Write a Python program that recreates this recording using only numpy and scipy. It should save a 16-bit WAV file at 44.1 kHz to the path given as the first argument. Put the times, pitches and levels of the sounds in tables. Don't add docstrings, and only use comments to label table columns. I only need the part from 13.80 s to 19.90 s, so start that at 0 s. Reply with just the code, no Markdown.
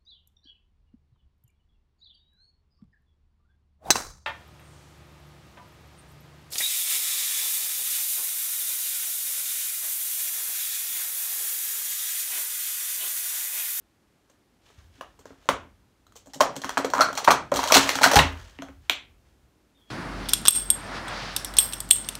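import sys
import numpy as np
from scipy import signal
from scipy.fft import rfft, irfft, next_fast_len
from scipy.io import wavfile
from scipy.ndimage import uniform_filter1d, map_coordinates

SR = 44100
rng = np.random.default_rng(int(sys.argv[2]) if len(sys.argv) > 2 else 0)


def waveform_to_disk(signal):
    frames = np.transpose(np.atleast_2d(signal))
    scaled = np.clip(frames, -1, 1) * 32767
    samples = np.round(scaled).astype(np.int16)
    wavfile.write(sys.argv[1], SR, samples)


def volts_from_db(level):
    exponent = np.asarray(level, float) / 20
    return 10 ** exponent


N = 269098

# (frequency [Hz], density [dB/Hz])
WHITE = [(20, 0), (20000, 0)]
# (frequency [Hz], density [dB/Hz])
AIR_SPECTRUM = [(22, -6.5), (59, -7.5), (285, -2.5), (500, -11), (1230, -16.5), (6560, -26.5), (14000, -33),
                (16000, -40)]
# (frequency [Hz], density [dB/Hz])
FLOOR_SPECTRUM = [(20, -25.5), (45, 9.5), (80, 1.5), (140, -10), (250, -46)]
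# (time [s], fade [s], level [dB])
SWAYS = [(0, .4, -79), (1.04, .15, -53), (1.25, 0.22, -57.5), (1.82, .15, -50), (2.3, .25, -56),
         (2.9, .3, -51.5), (4.0, .25, -50.5), (4.47, .15, -45.5), (4.88, .3, -48), (5.3, .35, -51.5),
         (5.6, .12, -56)]
# (time [s], fade [s], level [dB], hiss over scrape [dB])
STROKES = [(.5, 0.056, -71, -1), (0.869, 0.17, -63.5, 1.5), (0.988, 0.053, -63, -1), (1.16, 0.16, -65, 1.5),
           (1.41, 0.02, -65, 0), (1.47, 0.12, -61.5, -3), (1.629, 0.15, -64, 1), (1.72, 0.1, -67, -4.5),
           (2.37, .04, -69, 22), (2.5, 0.034, -68.5, 10.5), (2.72, .12, -59, -14), (2.88, 0.15, -48, -2.5),
           (3.17, 0.14, -45.5, -5.5), (3.4, 0.14, -46.5, -3), (3.8, 0.099, -33.5, -0.5),
           (3.95, 0.13, -24.5, 1), (4.1, 0.091, -36, -3), (4.3, 0.13, -34.5, -10), (4.6, 0.17, -57.5, 4),
           (4.83, 0.069, -64, -8), (5.05, 0.19, -68, -2), (5.46, 0.11, -74, 0), (6.1, 0.142, -70, 6)]
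# (frequency [Hz], density [dB/Hz])
HISS_SPECTRUM = [(1200, -23.5), (2200, 2.5), (3200, 5), (4200, 0.5), (5000, -0.5), (6500, -1),
                 (9000, -10.5), (15500, -21)]
# (frequency [Hz], density [dB/Hz])
SCRAPE_SPECTRUM = [(150, -32.5), (400, -2), (1000, -1.5), (1800, -0.5), (3000, -29)]

# (time [s], level [dB], hollow pitch [Hz], ring [ms], rim [dB])
SETUP = [(.4982, -56, 543, 33, -67), (.9019, -51.5, 422, 26, -71.5), (1.3918, -47, 448, 29, -53.5),
         (1.4557, -35, 487, 9, -49.5), (1.5053, -43, 448, 26, -75.5), (1.6563, -47.5, 560, 20, -65.5),
         (2.267, -55, 1310, 15, -62), (2.3223, -55, 1270, 12, -60), (2.3545, -58, 1000, 9.5, -54),
         (2.357, -46, 468, 38, -49.5), (2.363, -57.5, 3100, 55, -48.5), (2.4593, -48.5, 570, 27, -55),
         (2.4711, -45, 600, 22, -57.5), (2.5349, -41.5, 830, 28, -35.5), (2.5426, -42, 830, 33, -41.5),
         (2.5585, -41.5, 564, 50, -67), (2.601, -31, 600, 8.5, -54)]
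# (time [s], level [dB], hollow pitch [Hz], ring [ms], rim [dB])
PAD_SLAPS = [
    (1.2099, -35, 1100, 15, -43.5),
    (1.2101, -39.5, 1640, 16, -54),
    (1.2102, -44, 2880, 19, -63),
    (1.2108, -37.5, 570, 27, -61),
    (1.6891, -10.5, 1080, 10, -26.5),
    (1.6894, -18, 3100, 3.9, -41.5),
    (1.6905, -17.5, 565, 37, -30),
]
# (time [s], level [dB], hollow pitch [Hz], ring [ms], rim [dB])
BASE = [(2.6056, -11, 1043, 30, -20), (2.6075, -12, 600, 53, -28), (2.6098, -33, 930, 20, -20.5),
        (2.757, -39, 860, 20, -42), (2.7642, -34, 900, 12, -29), (2.767, -32.5, 528, 30, -52),
        (2.8172, -35, 544, 15, -29), (2.8375, -29.5, 1690, 11, -37), (2.8448, -20, 970, 7, -27.5),
        (2.851, -47, 1480, 20, -34.5), (2.8932, -20, 990, 7.6, -23.5), (2.904, -37, 1200, 15, -38.5),
        (2.9722, -9, 930, 9.6, -43), (2.974, -19.5, 640, 37, -33), (2.9776, -19, 1110, 14, -21),
        (3.046, -15, 470, 26, -27.5), (3.1016, -31, 745, 20, -34), (3.1359, -14.5, 1027, 23, -26.5),
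        (3.151, -20, 960, 14, -32), (3.158, -30.5, 800, 12, -42), (3.1647, -25, 1030, 9, -45),
        (3.173, -26.5, 1200, 9, -37.5), (3.1812, -20, 1039, 11, -29.5), (3.1916, -19, 970, 18, -32),
        (3.199, -14.5, 624, 20, -35), (3.2082, -8.5, 1315, 28, -17), (3.2172, -14, 1340, 20, -22.5),
        (3.229, -28, 1420, 22, -40.5), (3.2865, -24.5, 1350, 30, -43)]
# (time [s], level [dB], hollow pitch [Hz], ring [ms], rim [dB])
SMALL = [(3.329, -36.5, 632.4, 15, -34), (3.3525, -36, 600, 26, -31), (3.3705, -36, 2400, 11, -32.5),
         (3.3752, -23.5, 840, 20.5, -18.5), (3.3842, -23, 1080, 4, -34), (3.4445, -29, 944, 8.9, -22.5),
         (3.4478, -24.5, 910, 12, -20.5), (3.472, -28.5, 1170, 17, -45.5), (3.4763, -4.5, 1020, 17.5, -26),
         (3.4815, -1.5, 920, 11, -31.5), (3.487, -18, 1100, 9.5, -23.5), (3.506, -9.5, 1170, 15, -13.5),
         (3.511, -16, 696, 17, -14), (3.5172, -11.5, 840, 17, -23), (3.534, -20, 854, 28, -46),
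         (3.7172, -30, 900, 8, -33.5), (3.7195, -11, 571, 40, -40.5)]
# (time [s], level [dB], hollow pitch [Hz], ring [ms], rim [dB])
SWEEP = [(3.7405, -26.5, 580, 42, -29), (3.7458, -37, 894, 15, -30), (3.759, -31, 931, 28, -21),
         (3.7687, -23.5, 1220, 27, -21), (3.7914, -15.5, 987, 17, -26), (3.8316, -24, 951, 9.7, -23.5),
         (3.8385, -20, 910, 20, -19.5), (3.859, -24, 597, 29, -35.5), (3.8748, -24.5, 1011, 27, -22.5),
         (3.883, -33, 3186, 33, -25.5), (3.901, -20.5, 1335, 42, -35), (3.9087, -17, 1030, 14, -32.5),
         (3.9184, -21, 1038, 9, -24), (3.9218, -11, 640, 22, -7.5), (3.9418, -19.5, 1120, 27, -5),
         (3.949, -21, 1930, 16, -9), (3.9565, -5, 735, 19, -18.5), (3.9675, -9.5, 980, 16, -8.5),
         (3.971, -11, 899, 12, -13.5), (3.9785, -26, 990, 8.9, -9.5), (4.0431, -29.5, 1040, 20, -46.5),
         (4.0736, -26, 1110, 25, -29.5)]
# (time [s], level [dB], hollow pitch [Hz], ring [ms], rim [dB])
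FINISH = [(4.091, -16, 1960, 10, -12.5), (4.101, -31.5, 1000, 15, -21.5), (4.1357, -40.5, 856, 8, -49),
          (4.1541, -25, 803.6, 30, -19.5), (4.177, -35.5, 910, 10, -33.5), (4.1878, -18, 1430, 7.1, -30.5),
          (4.212, -18, 864, 30, -30), (4.217, -19, 940, 20, -21.5), (4.226, -29.5, 895, 17, -23),
          (4.2322, -17, 1410, 25, -8.5), (4.2403, -6, 1476, 20, -7.5), (4.2611, -11.5, 700, 20, -22),
          (4.272, -18.5, 1294, 25, -20), (4.3142, -12, 860, 19, -13), (4.3338, -12, 630, 30, -16.5),
          (4.342, -14, 500, 25, -25.5), (4.3572, -8, 818, 60, -9.5), (4.364, -20, 902, 12, -19.5),
          (4.3697, -3, 843, 12, -22), (4.3895, -10, 3800, 7, -15), (4.3925, -7, 2800, 9, -22),
          (4.396, -8, 1840, 9, -25), (4.401, -17.5, 1100, 12, -23.5), (4.4205, -17, 630, 9.7, -32.5)]
# (time [s], level [dB], hollow pitch [Hz], ring [ms], rim [dB])
AFTER = [
    (4.7884, -40.5, 520, 7.3, -64),
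    (4.7882, -37.5, 2040, 8.4, -58),
    (4.8215, -33, 1446, 7.8, -39),
    (4.8218, -36.5, 3180, 5.6, -53),
    (4.8225, -37.5, 673, 68, -59),
    (4.8855, -41, 1490, 7.5, -61),
    (4.89, -43, 520, 27, -67),
]
# (contacts, brightness [dB])
STAGES = [
    (PAD_SLAPS, -18.5),
    (SETUP, 0.11),
    (BASE, -0.14),
    (SMALL, -0.91),
    (SWEEP, 1.3),
    (FINISH, 0.1),
    (AFTER, -6),
]

# (frequency [Hz], level [dB], t60 [s])
WALL_MODES = [(580, -13.5, 0.056), (830, -21, 0.0061), (1080, -4.5, .025), (1290, -14, 0.047),
              (1935, -15.5, 0.03)]
# (frequency [Hz], width [Hz], level [dB])
STACK_BODY = [(328, 100, -10), (600, 360, 3.5), (1120, 420, 3), (1510, 530, 0), (2040, 2500, -16.5)]
# (frequency [Hz], width [Hz], level [dB])
RIM = [(3324, 410, -5.5), (4120, 410, 0.5), (5850, 1100, -1.5)]
# (frequency [Hz], width [Hz], level [dB])
FINE_RIM = [(6800, 1500, 7), (8800, 3000, -4.5), (11160, 900, -7.5), (14890, 2300, -10)]
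# (frequency [Hz], width [Hz], level [dB])
FLAT_SLAP = [(1880, 2200, 3.5)]
# (frequency [Hz], level [dB], t60 [s])
LIP_MODES = [(2560, -10, .015), (3260, -2, 0.032), (3930, -6.5, .022), (4240, -2.5, 0.02),
             (5780, -2.5, 0.017)]
# (frequency [Hz], width [Hz], depth [0-1])
RIM_NOTCH = (5050, 500, 0.44)
# (delay [ms], level [dB])
WALL_ECHOES = [(4.2, -21.5), (9.5, -14.5), (12.1, -22.5)]
# (frequency [Hz], t60 [s])
ROOM_DECAY = [(100, 0.94), (420, .33), (1100, 0.28), (2500, 0.32), (3700, .26), (7700, 0.22), (15000, 0.08)]

# (time [s], peak [dB], frequency [Hz])
THUMPS = [(0.978, -38.5, 69.4), (1.513, -47.5, 65), (1.726, -32, 61.7), (2.756, -44.5, 136),
          (2.967, -47.5, 138), (3.519, -40.5, 142), (3.749, -28, 55.5), (3.964, -29.5, 82),
          (4.359, -17, 160.7), (4.394, -18.5, 142), (4.362, -7, 64.6), (4.6, -28, 48)]
# (frequency [Hz], level [dB], t60 [s])
FRAME_MODES = [(52.4, -21.5, 1.1), (81.5, -13, 0.8), (91.8, -11, 0.21), (72, -41, 3.4)]
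# (time [s], level [dB])
LANDINGS = [(1.18, -56), (1.392, -58.5), (1.4566, -58.5), (1.5044, -49.5), (1.6901, -33.5), (2.471, -50),
            (2.5565, -42), (2.609, -34.5), (2.7663, -36.5), (2.8452, -38), (2.9803, -28.5), (3.049, -35.5),
            (3.151, -39.5), (3.1812, -35.5), (3.3228, -46.5), (3.4794, -31.5), (3.516, -35),
            (3.7185, -30.5), (3.769, -35), (3.909, -36), (3.9539, -28.5), (3.965, -21), (4.0441, -35.5),
            (4.1556, -33.5), (4.212, -31), (4.2606, -26), (4.3567, -24), (4.394, -31), (4.4391, -30.5),
            (4.7893, -37.5), (4.822, -43), (4.889, -47.5), (5.0981, -46)]
# (frequency [Hz], level [dB], t60 [s])
DESK_MODES = [(150.7, -8.5, 0.12), (212, -7, 0.11), (264.3, -9, 0.23), (273.1, -4, 0.28),
              (369, -10.5, 0.14)]
# (time [s], level [dB], frequency [Hz], ring [ms])
PINGS = [(2.605, -23, 690, 14), (2.612, -22, 5610, 16), (2.613, -16, 900, 16), (2.854, -44, 1000, 14),
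         (2.977, -17, 1280, 10), (2.998, -21.5, 580, 20), (3.051, -27, 810, 16), (3.136, -18.5, 1375, 10),
         (3.136, -27.5, 5800, 12), (3.191, -14, 1263, 12), (3.214, -18.5, 4260, 20), (3.222, -14, 1263, 14),
         (3.247, -23.5, 1144, 16), (3.375, -33.5, 6490, 10), (3.389, -33, 1237, 25),
         (3.404, -33.5, 820, 25), (3.43, -32, 478.5, 14), (3.447, -26, 900, 14), (3.4773, -9, 1500, 4),
         (3.478, -18, 1705, 10), (3.488, -21.5, 1950, 20), (3.505, -18.5, 2303, 14),
         (3.518, -13.5, 1140, 14), (3.537, -20.5, 900, 20), (3.573, -33, 1270, 18),
         (3.741, -26.5, 1268, 12), (3.922, -9, 5650, 9), (3.926, -12, 1100, 9), (3.931, -24.5, 6400, 12),
         (3.942, -14, 3567, 14), (3.941, -16.5, 6270, 10), (3.946, -17.5, 5400, 12), (3.947, -16, 4167, 12),
         (3.954, -18.5, 6430, 12), (3.967, -16.5, 3560, 12), (3.971, -11.5, 1100, 10),
         (3.976, -18, 4020, 14), (4.155, -20, 1450, 6), (4.2329, -11.5, 2200, 4), (4.233, -21, 801.5, 12),
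         (4.249, -14.5, 1950, 14), (4.253, -15, 1031, 14), (4.321, -20.5, 573.5, 18), (4.343, -18, 804, 14),
         (4.355, -18, 1034, 10), (4.358, -16.5, 5810, 8), (4.363, -20, 4063, 16), (4.385, -22, 1380, 12),
         (4.397, -17.5, 460, 14), (4.406, -21.5, 1380, 12),
         (1.211, -43, 690, 27), (1.39, -53, 970, 24), (1.456, -51, 560, 23), (1.456, -48, 893, 23),
        (1.462, -55, 6200, 10), (1.689, -25.5, 3700, 6), (2.268, -58, 3950, 12), (2.537, -49, 1890, 30),
        (2.544, -46, 2950, 20), (2.8375, -35, 1690, 8), (3.286, -30.5, 620, 20), (3.302, -30, 600, 25),
        (3.328, -33.5, 900, 20), (3.418, -33.5, 780, 20), (4.788, -40.5, 2800, 8.4), (4.788, -44, 1410, 6),
        (4.821, -42, 6300, 8), (4.886, -48, 2000, 6)]
# (time [s], peak [dB])
SNAP = (5.0955, 1.6)
# (frequency [Hz], width [Hz], level [dB])
PALM = [(330, 280, -11), (667, 100, -1), (1100, 760, -7), (2520, 270, 1.5), (3380, 670, -1.5),
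        (4650, 350, -17), (5592, 390, -28), (7900, 1680, -17), (9400, 1200, -22), (13670, 2600, -23.5)]
# (time [s], frequency [Hz], level [dB], roughness [0-1])
SQUEAKS = [
    [(5.944, 3660, -97.5, 0.019), (5.952, 3640, -67.5, .05), (5.99, 3640, -66, .1), (6.01, 3630, -98, 0.11)],
    [(5.955, 3396, -95.5, .5), (5.975, 3390, -65.5, 0.63), (6.008, 3360, -62, 0.95),
     (6.05, 3310, -64, 0.61), (6.075, 3320, -65, 0.21), (6.11, 3330, -57, 0.12)],
]


def unit(x):
    return x / np.sqrt(np.mean(x ** 2) + 1e-20)


def along(points, hz):
    f, v = np.transpose(points)
    return np.interp(np.log(hz + 1), np.log(f + 1), v)


def curves(rows):
    s, *cols = np.transpose(rows)
    return [np.interp(np.arange(N) / SR, s, c) for c in cols]


def filtered(x, response):
    m = next_fast_len(N + SR // 2)
    return irfft(rfft(x, m) * response(np.fft.rfftfreq(m, 1 / SR)), m)[:N]


def resonances(peaks):
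    def response(f):
        total = 0
        for k, (center_hz, width_hz, db) in enumerate(peaks):
            damping = 1j * f * width_hz
            total = total + (-1) ** k * volts_from_db(db) * damping / (center_hz ** 2 - f * f + damping)
        return total
    return response


def noise(spectrum, grain_db, rate_hz):
    knots = rng.standard_normal(int(N * rate_hz / SR) + 4)
    flicker = map_coordinates(knots, [np.arange(N) * rate_hz / SR])
    colored = filtered(rng.standard_normal(N), lambda hz: volts_from_db(along(spectrum, hz)))
    return unit(volts_from_db(grain_db * flicker) * colored)


def ring(modes, t, luck, spread_db, detune, attack_s):
    tones = 0
    for (hz, db, t60_s), (strength, shift) in zip(modes, luck):
        decay = volts_from_db(db + spread_db * strength - 60 * t / t60_s)
        tones = tones + decay * np.sin(2 * np.pi * hz * (1 + detune * shift) * t)
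    return tones * (1 - np.exp(-t / attack_s))


def add(track, s, sound):
    track[round(s * SR):][:len(sound)] += sound


def swells(rows):
    rise_share, hop = 0.18, 8
    t = np.arange(0, N, hop) / SR
    power = 0
    for s, fade_s, db in rows:
        away = np.maximum((s - t) / rise_share, t - s) / fade_s
        power = power + volts_from_db(2 * (db - 10 * away))
    return np.sqrt(np.repeat(power, hop)[:N])


def quiet_house():
    air_db, still_db = -66, -65.5
    air = volts_from_db(air_db) * noise(AIR_SPECTRUM, grain_db=-0.5, rate_hz=3.3)
    floor_level = np.hypot(volts_from_db(still_db), swells(SWAYS))
    return air + floor_level * noise(FLOOR_SPECTRUM, grain_db=3.0, rate_hz=5.5)


def rubbing():
    hiss = noise(HISS_SPECTRUM, grain_db=2, rate_hz=250)
    scrape = noise(SCRAPE_SPECTRUM, grain_db=1.5, rate_hz=120)
    hiss_level = swells([(s, fade_s, db + tilt_db / 2 + 0.5) for s, fade_s, db, tilt_db in STROKES])
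    scrape_level = swells([(s, fade_s, db - tilt_db / 2) for s, fade_s, db, tilt_db in STROKES])
    return hiss_level * hiss + scrape_level * scrape


def hollows():
    tone, jostle = np.zeros((2, N + SR))
    t = np.arange(SR // 8) / SR
    contacts = [row for stage, _ in STAGES for row in stage]
    luck = rng.standard_normal((len(contacts), len(WALL_MODES), 2))
    grit = noise(WHITE, grain_db=2.5, rate_hz=240)
    for (s, db, hollow_hz, ms, _), chance in zip(contacts, luck):
        t60_s = np.clip(ms / 1000, .0055, .07)
        swell_s = ms / hollow_hz * 0.05
        pop = ring([(hollow_hz, 0, t60_s)], t, [(0, 0)], spread_db=0, detune=0, attack_s=swell_s)
        walls = ring(WALL_MODES, t, chance, spread_db=5, detune=0.016, attack_s=0.00023)
        add(tone, s, volts_from_db(db + 8.0) * (pop + volts_from_db(-11.0 - ms * 0.067) * walls))
        shaking = volts_from_db(-60 * t / (t60_s * 1.9)) * grit[round(s * SR):][:len(t)]
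        shaking[0] += volts_from_db(18.0 - ms * 0.1)
        add(jostle, s, volts_from_db(db + 7.5 - ms * 0.22) * shaking)
    return tone[:N] + filtered(jostle[:N], resonances(STACK_BODY))


def rims():
    rattle_per_ring, rattle_most_ms = 1.7, 66
    crack_db, fine_crack_db, crack_t60_s = -0.5, -4.5, 0.0032
    base_bright_db, duller_per_db, lip_db = -18, 0.3793, -7.5
    rattle, edge, slap, lip = np.zeros((4, N + SR))
    t = np.arange(SR // 6) / SR
    lip_t = t[:SR // 20]
    grit = np.array([noise(WHITE, grain_db=3.5, rate_hz=900) for _ in range(3)])
    contacts = [(row, stage_db) for stage, stage_db in STAGES for row in stage]
    for (s, _, _, ring_ms, db), stage_db in contacts:
        ms = min(rattle_per_ring * ring_ms, rattle_most_ms)
        bright_db = base_bright_db + stage_db - duller_per_db * db
        crack = volts_from_db(np.array([[crack_db], [fine_crack_db], [crack_db]]) - 60 * t / crack_t60_s)
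        chatter = volts_from_db(-1.5 - 60 * t / np.clip(ms / 650, .004, .15))
        rim, fine, flat = (crack + chatter) * grit[:, round(s * SR):][:, :len(t)]
        rim[0] += volts_from_db(5.0)
        chance = rng.standard_normal((len(LIP_MODES), 2))
        lip_ring = ring(LIP_MODES, lip_t, chance, spread_db=2.5, detune=0.007, attack_s=0.00024)
        add(lip, s, volts_from_db(db + lip_db) * lip_ring)
        add(rattle, s, volts_from_db(db + 4.0) * rim)
        add(edge, s, volts_from_db(db + bright_db) * fine)
        add(slap, s, volts_from_db(db - bright_db * 0.63 - 10.5) * flat)
    whole = lip[:N]
    for layer, peaks in [(rattle, RIM), (edge, FINE_RIM), (slap, FLAT_SLAP)]:
        whole = whole + filtered(layer[:N], resonances(peaks))
    hz, width_hz, depth = RIM_NOTCH
    notch = resonances([(hz, width_hz, 0)])
    return filtered(whole, lambda f: 1 - np.clip(depth, 0, 1) * notch(f))


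def room(x):
    out = np.zeros(N + SR)
    for ms, db in WALL_ECHOES:
        add(out, ms / 1000, volts_from_db(db) * x)
    frames = dict(fs=SR, nperseg=512, noverlap=448)
    hz, t, z = signal.stft(x, **frames)
    power = np.abs(z) ** 2
    spread = 0
    for share, bins in [(.68, 2), (.22, 7), (.1, 28)]:
        spread = spread + share * uniform_filter1d(power, size=bins, axis=0)
    spread = spread * volts_from_db(19.0) ** 2
    kept = volts_from_db(-2 * 60 * t[1] / along(ROOM_DECAY, hz))
    stored = [signal.lfilter([1 - k], [1, -k], band) for k, band in zip(kept, spread)]
    diffuse = signal.stft(rng.standard_normal(N), **frames)[2]
    tail = signal.istft(diffuse * np.sqrt(np.abs(stored)), **frames)[1]
    add(out, .009, tail[:N])
    return out[:N]


def thumps():
    low, t = np.zeros(N + 2 * SR), np.arange(2 * SR) / SR
    even = np.zeros((len(FRAME_MODES) + 1, 2))
    for s, db, hz in THUMPS:
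        modes = [(hz, 0, .17)] + FRAME_MODES
        add(low, s, volts_from_db(db + 1.5) * ring(modes, t, even, spread_db=0, detune=0, attack_s=0.0064))
    return low[:N]


def desk():
    wood, t = np.zeros(N + SR), np.arange(SR // 2) / SR
    luck = rng.standard_normal((len(LANDINGS), len(DESK_MODES), 2))
    for (s, db), chance in zip(LANDINGS, luck):
        drum = ring(DESK_MODES, t, chance, spread_db=1.9, detune=0.007, attack_s=0.0034)
        add(wood, s, volts_from_db(db + 6.0) * drum)
    return wood[:N]


def pings():
    out, t = np.zeros(N + SR), np.arange(SR // 10) / SR
    for s, db, hz, ms in PINGS:
        tone = ring([(hz, 0, ms / 1000)], t, [(0, 0)], spread_db=0, detune=0, attack_s=0.36 / hz)
        add(out, s, volts_from_db(db + 7.0) * tone)
    return out[:N]


def snap():
    snap_s, peak_db = SNAP
    t = np.clip(np.arange(N) / SR - snap_s, 0, .05)
    swell = (t / 0.002) ** 2 * np.exp(-t / 0.0013) * (t < .05)
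    chirp = np.sin(2 * np.pi * (2100 * t + 47000.0 * t ** 2))
    slap = rng.standard_normal(N) * volts_from_db(5.5) * swell
    slap[round((snap_s + .002) * SR)] += 6.5
    return volts_from_db(peak_db) * (swell * chirp + filtered(slap, resonances(PALM)))


def squeak(joint):
    hz, db, rough = curves(joint)
    shake = noise([(20, 0), (150, -3), (400, -30)], grain_db=1.5, rate_hz=5)
    tone = np.sin(2 * np.pi * np.cumsum(hz) / SR)
    return volts_from_db(db) * (1 - rough + rough * shake) * tone


def scene():
    near = hollows() + rims() + pings() + snap()
    body = desk() + thumps()
    squeaks = sum(squeak(joint) for joint in SQUEAKS)
    return (near + room(near) + body + rubbing() + squeaks + quiet_house())[None]


def roll_off(x):
    return signal.sosfilt(signal.butter(12, 16500, fs=SR, output="sos"), x)


def record(dry):
    clip_level, top_hz, bass_hz = .91, 15750, 36
    x = dry[0] / (1 + np.abs(dry[0] / clip_level) ** 6) ** (1 / 6)

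    def response(hz):
        treble = np.interp(hz, [top_hz - 150, top_hz + 100], [1, .03])
        return treble * (1j * hz / (bass_hz + 1j * hz)) ** 4

    return roll_off(filtered(x, response)[None])


dry = scene()
out = record(dry)
waveform_to_disk(out)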